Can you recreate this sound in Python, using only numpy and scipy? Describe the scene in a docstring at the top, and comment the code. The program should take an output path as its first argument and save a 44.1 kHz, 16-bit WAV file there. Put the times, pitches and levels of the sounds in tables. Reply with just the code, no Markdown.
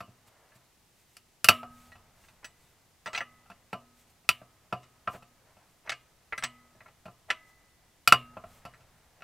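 """Wheel nuts are cracked loose with a steel wrench on an alloy car wheel, outdoors on paving.
Faint far rumble and hiss run throughout, with rubbing gloves in between. Small slips lead to a hard crack
near 1.5 s; the socket knocks at 2.4 to 3.2 s, a nut slips loudly at 4.3 s, more knocks come at 5.9 to 7.3 s,
and a last hard crack falls near 8.1 s. Slips ring wheel and tyre, built from fading sines and noise bands;
knocks ring the socket and wrench bar too. The loudest cracks overload a nearly mono microphone."""
import sys
import numpy as np
from scipy import signal
from scipy.fft import rfft, irfft
from scipy.io import wavfile

SR = 44100
rng = np.random.default_rng(int(sys.argv[2]) if len(sys.argv) > 2 else 0)


def materialize(psi):
    """Save the field psi as 16-bit PCM at rate SR to the path in sys.argv[1].

    A 1-D psi becomes a single channel; in a 2-D psi each row is a channel.
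    """
    bounded = np.clip(np.atleast_2d(psi).T, -1, 1)
    quanta = np.round(bounded * 32767).astype(np.int16)
    wavfile.write(sys.argv[1], SR, quanta)


N = 407043

# Nuts slipping and the wrench taking up play, felt by the wheel.
# Each row: start in seconds, strength in dB, strongest pitch in Hz, fall above that pitch in dB per octave.
SLIPS = [(0.004, -28, 677, 4.5), (0.04, -45, 300, 25), (0.079, -41.5, 300, 6), (0.269, -52.5, 624, 23),
         (0.554, -49.5, 300, 5), (1.168, -36.5, 6050, 3), (1.444, -11, 2600, -1.5), (1.4863, 3, 1250, 1.5),
         (1.511, -23, 1300, 11), (1.63, -27, 760, 8.5), (1.954, -44.5, 684, 4), (2.046, -51, 696, 24),
         (3.459, -50, 1374, 12), (3.5, -37, 747, 4), (3.516, -40, 1900, 13), (3.729, -18, 650, 6),
         (4.243, -55, 558, 3), (4.29, -6.5, 2560, 2), (4.415, -39, 610, 8), (4.653, -54, 970, 17),
         (4.7252, -14.5, 710, 7), (5.074, -12.5, 1170, 13), (5.147, -32, 650, 12.5), (5.223, -44, 506, 3),
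         (5.567, -48.5, 660, 4.5), (7.055, -32, 621, 5.5), (7.08, -33.5, 620, 9.5),
         (8.075, -2.5, 2750, 2.1), (8.1231, 3, 1380, 4.5), (8.368, -24, 772, 11.5),
         (8.438, -33.5, 712, 8.5), (8.651, -30, 653, 3.5), (8.806, -54.5, 716, 2),
         (9.206, -48.5, 1170, 6.5), (9.221, -35.5, 1460, 8)]
# The socket knocking on a nut. Each row: start in seconds, strength in dB, strongest pitch in Hz,
# fall above that pitch in dB per octave, chime of the socket's high pitches in dB relative to the strength.
KNOCKS = [(0.519, -51, 1924, 18, -25), (1.919, -44, 2050, 7, -14), (2.237, -46, 2030, 12, -16),
          (2.284, -47.5, 1890, 5, -13), (2.444, -31.5, 1894, -0.5, -12), (3.059, -22.5, 1350, 7.5, -13),
          (3.069, -25.5, 673, 3, -22), (3.131, -28, 1180, 1.2, -16.5), (3.148, -17.5, 2220, 8, -21),
          (3.159, -29.5, 1730, 3, -9), (3.176, -19, 1720, 3.5, -21), (3.206, -18.5, 1940, 18, -10.5),
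          (4.831, -52.5, 1180, -2.1, -38), (5.861, -44, 665, 2.5, -22), (5.874, -29.5, 1660, 18, -19),
          (5.894, -17.5, 1780, 1.5, -25), (5.918, -22, 1770, 2.5, -27), (6.324, -16.5, 1970, 30, -25),
          (6.378, -24, 2000, 6, -14), (6.4245, -24, 2020, 6, -30), (6.437, -13.5, 1910, 0.9, -17),
          (6.75, -45, 639, 15, 1), (6.805, -37.5, 2010, 32.5, -16.5), (6.859, -38, 1067, 15, -25),
          (6.88, -46.5, 619, 3.5, -28), (7.3023, -10.5, 1950, 5, -30), (8.737, -43, 1930, 17.5, -10)]


def from_db(db):
    """Turn decibels into a plain multiplier."""
    return 10 ** (np.asarray(db) / 20)


def at_hz(points, hz, column=1):
    """Read a table between its rows, along a logarithmic pitch scale."""
    points = np.array(points)
    return np.interp(np.log(hz), np.log(points[:, 0]), points[:, column])


def drift(rate_hz):
    """Random wander: straight lines between random values of spread 1, drawn rate_hz times a second."""
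    knots = rng.standard_normal(int(N / SR * rate_hz) + 2)
    return np.interp(np.arange(N) / SR * rate_hz, np.arange(len(knots)), knots)


def coloured(spectrum):
    """Noise whose spectrum follows a table, scaled to an average (rms) level of 1."""
    hz = np.maximum(np.fft.rfftfreq(N, 1 / SR), 10)
    white = rfft(rng.standard_normal(N))
    noise = irfft(white * from_db(at_hz(spectrum, hz)), N)
    return noise / noise.std()


def add(out, sound, start):
    """Mix a sound in from a given sample on, cutting off what runs past the end."""
    sound = sound[:max(len(out) - start, 0)]
    out[start:start + len(sound)] += sound


def microphone_hiss():
    """Steady noise in the middle, and a separate noise that makes left and right differ a little."""
    # Each row: pitch in Hz, level in dB; only the shape counts
    hiss = [(15, -34.5), (25, -5.5), (92, 0), (328, -4.5), (701, -13.5), (1580, -14.5), (1960, -10.5),
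            (2190, -11.5), (6830, -14), (15000, -20), (16300, -27)]
    # Each row: pitch in Hz, tilt of the side noise against the middle one in dB; only the shape counts
    side_tilt = [(60, -4.5), (180, -7), (550, -2.5), (1650, -3.5), (4970, -3), (15000, 2)]
    side_hiss = [(hz, at_hz(hiss, hz) + tilt_db) for hz, tilt_db in side_tilt]
    return from_db(-68.5) * coloured(hiss), from_db(-71.5) * coloured(side_hiss)


def aftermath(rest_db, push_db, share, rise_s, push_fade_s):
    """Loudness that swells after every blow and dies back to rest, as struck metal stirs and settles."""
    pushes = np.zeros(N)
    for s, strength_db, *_ in SLIPS + KNOCKS:
        pushes[round(s * SR)] = from_db(push_db + share * strength_db)
    fading = signal.lfilter([1], [1, -from_db(-60 / (push_fade_s * SR))], pushes)   # 60 dB in push_fade_s
    keep = np.exp(-1 / (rise_s * SR))
    smooth = signal.lfilter([1 - keep], [1, -keep], fading)   # rises slowly, and so also dies more slowly
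    return from_db(rest_db) + smooth


def swells(strokes):
    """Bell-shaped loudness of rubbing strokes."""
    t = np.arange(N) / SR
    return sum(from_db(level_db) * np.exp(-((t - middle_s) / half_s) ** 2)
               for middle_s, half_s, level_db in strokes)


def rumble():
    """Low noise, always faintly there, that swells as the car body rumbles after a blow."""
    # Each row: pitch in Hz, level in dB; only the shape counts
    low_noise = [(25, 0.5), (50, 1), (100, 1.5), (160, -2), (300, -25), (600, -44.5)]
    loudness = aftermath(rest_db=-77.5, push_db=-54, share=1.04, rise_s=0.54, push_fade_s=0.82)
    return loudness * from_db(1.3 * drift(45)) * coloured(low_noise)


def rubbing():
    """Mid-pitched noise: the socket sliding on a nut, and the wheel murmuring on after a blow."""
    # Each row: pitch in Hz, level in dB; only the shape counts
    mid_noise = [(150, -30), (350, -2.5), (680, 5.5), (1300, 0), (2000, -2.5), (3000, -13), (6000, -33.5)]
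    # The socket sliding on a nut. Each row: middle in seconds, half length in seconds, level in dB
    scrapes = [(.4, 0.21, -70), (2.436, 0.0073, -54.5), (5.15, 0.017, -46.5), (5.5, 0.036, -70.5),
               (5.63, 0.038, -72), (5.865, 0.018, -58), (6.87, 0.021, -68), (7.297, 0.0085, -48.5),
               (9.2, 0.023, -70.5)]
    murmur = aftermath(rest_db=-76.5, push_db=-59, share=0.85, rise_s=0.52, push_fade_s=1)
    return (murmur + swells(scrapes)) * from_db(0.93 * drift(55)) * coloured(mid_noise)


def rustle():
    """Bright uneven noise of gloves and cloth brushing past."""
    # Each row: pitch in Hz, level in dB; only the shape counts
    bright_noise = [(1000, -9), (2500, 1.5), (5000, -3.5), (8200, -1), (10500, -5.5), (13500, -4),
                    (16000, -10)]
    # Glove and cloth strokes. Each row: middle in seconds, half length in seconds, level in dB
    strokes = [(.28, 0.013, -63), (.565, 0.014, -65), (1.0, 0.043, -71), (1.13, 0.061, -71),
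               (1.82, 0.1, -63.5), (2.25, 0.087, -67.5), (2.65, .09, -71), (4.0, 0.039, -66.5),
               (4.1, 0.025, -68.5), (5.14, 0.044, -59.5), (5.7, 0.05, -73), (7.49, 0.031, -68),
               (8.54, 0.08, -65), (9.0, 0.072, -80)]
    return swells(strokes) * from_db(1.2 * drift(160)) * coloured(bright_noise)


def gripped(s):
    """Whether the gloves hold wheel and wrench firmly at this moment."""
    # Each row: start in seconds, end in seconds
    grips = [(4.2, 6.0), (8.0, 9.3)]
    return any(start < s < end for start, end in grips)


def contact_db(hz, top_hz, fall_db, soft_db):
    """A contact drives the pitches near its strongest one most; a soft one loses the very top."""
    octaves = np.log2(hz / top_hz)
    slope_db = np.where(octaves > 0, -fall_db * octaves, 5.6 * octaves)
    return slope_db - soft_db * np.maximum(np.log2(hz / 7000), 0)


def ringing(modes, gains_db, stretch, seconds, spread_db, detune=0):
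    """Fading sines, each with its own random strength and sign, and retuned if detune is given."""
    hz, level_db, fade_s = np.transpose(modes)[:, :, None]
    t = np.arange(int(seconds * SR)) / SR
    luck = rng.standard_normal((3, len(modes), 1))
    gain = from_db(level_db + gains_db + spread_db * luck[0]) * np.sign(luck[1])
    fading = np.exp(-np.log(1000) * t / (fade_s * stretch))   # down 60 dB after fade_s * stretch
    sines = np.sin(2 * np.pi * hz * (1 + detune * luck[2]) * t)
    return np.sum(gain * fading * sines, axis=0)


def clatter(contact, stretch, seconds):
    """Overtones too dense to tell apart: half-octave noise bands, each with a crack, a body and a long tail."""
    # Each row: pitch in Hz, level in dB before the contact shapes it, fade time of the body
    # (seconds for 60 dB, before stretching)
    overtones = [(300, -6, 0.086), (430, -12, 0.12), (720, 4, 0.041), (1300, 3.5, 0.015), (2580, -1.5, .08),
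                 (5600, -4, 0.032), (9720, -7.5, 0.093), (13190, -9.5, 0.11)]
    t = np.arange(int(seconds * SR)) / SR
    out = np.zeros(len(t))
    for low_hz in 250 * 2 ** np.arange(0, 5.6, .5):
        hz = low_hz * 2 ** .25   # middle of the band
        band_filter = signal.butter(2, [low_hz, low_hz * np.sqrt(2)], "band", fs=SR, output="sos")
        band = signal.sosfilt(band_filter, rng.standard_normal(len(t)))
        level = from_db(at_hz(overtones, hz) + contact_db(hz, *contact)) / band.std()
        fall = np.log(1000) * t / (at_hz(overtones, hz, column=2) * stretch)
        crack = from_db(7 + 1.4 * max(np.log2(hz / 2000), 0)) * np.exp(-fall * 5.8)
        body = np.exp(-fall)
        tail = from_db(-20.5 - 2.8 * max(np.log2(hz / 2500), 0)) * np.exp(-fall / 5.6)
        out += level * band * (crack + body + tail)
    return out


def answer(s, strength_db, top_hz, fall_db, at_full, softer):
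    """Softer blows put more of themselves into tyre and free rim, and ring longer; a grip quiets long rings."""
    thud_db, rim_db, stretch, air_db = np.array(at_full) - strength_db * np.array(softer)
    held = gripped(s)
    thud_db -= 5 * np.log2(top_hz / 1000)   # a sharp contact moves the tyre less
    stretch *= (1000 / top_hz) ** 0.24   # and its ringing is shorter
    return dict(top_hz=top_hz, fall_db=fall_db, thud_db=thud_db, stretch=max(stretch, .3),
                rim_db=rim_db - 7.5 * held, air_db=air_db - 8.5 * held)


def thud_and_hum(thud_db, air_db):
    """The thud of rubber, slightly late because rubber is soft, and a long low hum of the free wrench bar that
    also swells in late."""
    # Rubber. Each row: pitch in Hz, level in dB before the blow's share, seconds to fade by 60 dB
    rubber = [(69.4, -8, 0.13), (100, -3.5, 0.13), (125.4, -2.5, .3), (193, 3.5, 0.074)]
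    # Low hum of the wrench bar hanging free. Each row: pitch in Hz, level in dB before the blow's share, fade
    # time in s before shortening
    low_hum = [(242, 0, 1.4)]
    parts = [ringing(rubber, thud_db, 1, 0.65, spread_db=3.0),
             ringing(low_hum, air_db, 0.77, 0.84, spread_db=4.0)]
    return [part * (1 - np.exp(-np.arange(len(part)) / (0.002 * SR))) for part in parts]


def wheel(top_hz, thud_db, fall_db, rim_db, stretch, air_db, clusters_db, soft_db, high_rim_db):
    """What tyre, wheel and rim answer to one blow: metal rings at its own pitches, the rim longest."""
    # Alloy wheel held by hub and hands; each row stands for a cluster of close pitches.
    # Each row: pitch in Hz, level in dB before the contact shapes it, fade time in s before stretching
    wheel_modes = [(638, -2, 0.047), (701, -5.5, 0.13), (790, -15.5, 0.029), (1032, -13, 0.19),
                   (1193, -8.5, 0.15), (1341, 2.5, 0.061), (1570, -12.5, 0.085), (1850, -14, 0.044),
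                   (2344, -8.5, 0.032), (2510, -2.5, 0.068), (2655, 2, 0.043), (2917, -10.5, 0.2),
                   (3084, -12.5, 0.049), (4455, -10, 0.086), (4790, -12.5, 0.11), (5215, -8.5, 0.055),
                   (5740, -12, 0.064), (5850, -14.5, .08), (7430, -15.5, 0.089), (10500, -12, 0.023),
                   (8030, -17.5, 0.08), (8230, -16.5, 0.057), (11240, -5.5, .06)]
    # Rim pitches left free to ring on. Each row: pitch in Hz, level in dB before the contact shapes it,
    # fade time in s before shortening
    rim = np.array([(636, -2, .35), (706, -9, .5), (1017, -10, .35), (1174, -8, .55), (1271, -6, 1.3),
                    (1288, -4, .5), (1340, -8, .35), (1593, -24, 1.3), (1712, -17, .7), (2680, -5, .35),
                    (2775, -1, .5), (2945, -9, .35), (3090, -10, .35), (4037, -18, .4), (5491, -18, .38),
                    (7465, -19, .5), (11360, -18, .35)])
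    contact = (top_hz, fall_db, soft_db)
    clusters = np.tile(wheel_modes, (3, 1))   # three copies, detuned apart below
    clusters_gain_db = contact_db(clusters[:, :1], *contact) + clusters_db
    rim_hz = rim[:, :1]
    rim_gain_db = rim_db + high_rim_db * (rim_hz > 2000) + 0.68 * contact_db(rim_hz, *contact)
    return thud_and_hum(thud_db, air_db) + [
        ringing(clusters, clusters_gain_db, stretch, 0.46, spread_db=1.0, detune=0.016),
        ringing(rim, rim_gain_db, 0.77, 0.81, spread_db=4.0),
        from_db(-17.5) * clatter(contact, stretch, 0.29)]


def chatter(sound):
    """The first touch of the loose socket and four weaker, uneven repeats within 11 ms."""
    out = sound.copy()
    for late, luck in rng.random((4, 2)):
        add(out, from_db(-3.5 - 3.4 * luck - 3.5 * late) * sound, round(late * .011 * SR))
    return out * from_db(-3)


def strike(out, parts, s, strength_db, top_hz):
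    """Mix in one blow: a contact builds up over about a cycle of its strongest pitch."""
    for part in parts:
        steps = np.arange(len(part))
        onset = 1 - np.exp(-steps / (1.1 / top_hz * SR))
        fade = np.minimum(steps[::-1] / (len(part) / 4), 1)   # the last quarter fades to nothing
        add(out, from_db(strength_db) * part * onset * fade, round(s * SR))


def slips():
    """Nuts jerk loose under the wrench and ring the wheel, rim and tyre."""
    out = np.zeros(N)
    for s, strength_db, top_hz, fall_db in SLIPS:
        # For a 0 dB blow, and the rise per dB softer: tyre thud in dB, rim in dB, stretch, low hum in dB
        reply = answer(s, strength_db, top_hz, fall_db,
                       at_full=(-30, -36.5, 0.7618, -45.5), softer=(0.27, .12, 0.013, 0.13))
        parts = wheel(**reply, clusters_db=-13.0, soft_db=0.0, high_rim_db=-0.34)
        strike(out, parts, s, strength_db, top_hz)
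    return out


def knocks():
    """The socket rattles on a nut: steel socket and wrench bar ring along with wheel and tyre."""
    # Wrench socket. Each row: pitch in Hz, level in dB before the knock shapes it,
    # fade time in s before stretching
    socket = np.array([(1600, -8, .06), (1720, -5, .07), (1911, -3, .1), (2030, -4, .09), (2130, -7, .07),
                       (2230, -8, .09), (4090, -6, .12), (4900, -10, .1), (5975, -4, .1), (7880, -10, .15),
                       (8110, -14, .17), (8950, -13, .06), (11150, -12, .11), (13900, -28, .06),
                       (15650, -14, .07)])
    # Wrench bar hanging free. Each row: pitch in Hz, level in dB before the knock's share,
    # fade time in s before shortening
    bar_modes = [(1997, -3, 1.6), (2046, -3, 1.0)]
    socket_hz = socket[:, :1]
    starts = np.transpose(KNOCKS)[0]
    free_s = np.diff(starts, append=N / SR + 1).clip(0, 1)   # the next knock stops the bar
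    out = np.zeros(N)
    for (s, strength_db, top_hz, fall_db, chime_db), bar_s in zip(KNOCKS, free_s):
        # Same four columns as for the slips
        reply = answer(s, strength_db, top_hz, fall_db,
                       at_full=(-41, -37.5, 0.7952, -45), softer=(0.41, .15, 0.013, 0.019))
        socket_db = np.where(socket_hz > 3000, chime_db, -11.5)
        socket_db = socket_db + .5 * contact_db(socket_hz, top_hz, fall_db, 0)
        steel = ringing(socket, socket_db, 0.81 * reply["stretch"], 0.16, spread_db=5.0, detune=0.0042)
        bar = ringing(bar_modes, -44 - 12 * gripped(s), 0.83, bar_s, spread_db=1.5)
        touching = wheel(**reply, clusters_db=-17.5, soft_db=36.5, high_rim_db=-10.5) + [steel]
        strike(out, [chatter(part) for part in touching] + [bar], s, strength_db, top_hz)
    return out


def echoes(sound):
    """A few dull reflections from paving and car body."""
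    # Each row: delay in seconds, level in dB
    reflections = [(.0045, -24), (.011, -18), (.022, -20)]
    dull = signal.lfilter([.4], [1, -.6], sound)
    out = sound.copy()
    for s, level_db in reflections:
        add(out, from_db(level_db) * dull, round(s * SR))
    return out


def scene():
    """Background, handling and blows in the middle; only the side hiss differs between left and right."""
    hiss, side = microphone_hiss()
    handling = rumble() + rubbing() + rustle()
    mid = hiss + handling + echoes(slips() + knocks())
    return np.array([mid + side, mid - side])


def record(dry):
    """The loudest cracks hit the microphone's ceiling; then the treble above about 16 kHz is cut."""
    clipped = np.clip(dry, -.95, .95)
    treble_cut = signal.cheby2(12, 50, 16000 * 1.03, fs=SR, output="sos")
    return signal.sosfilt(treble_cut, clipped)


dry = scene()
out = record(dry)
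materialize(out)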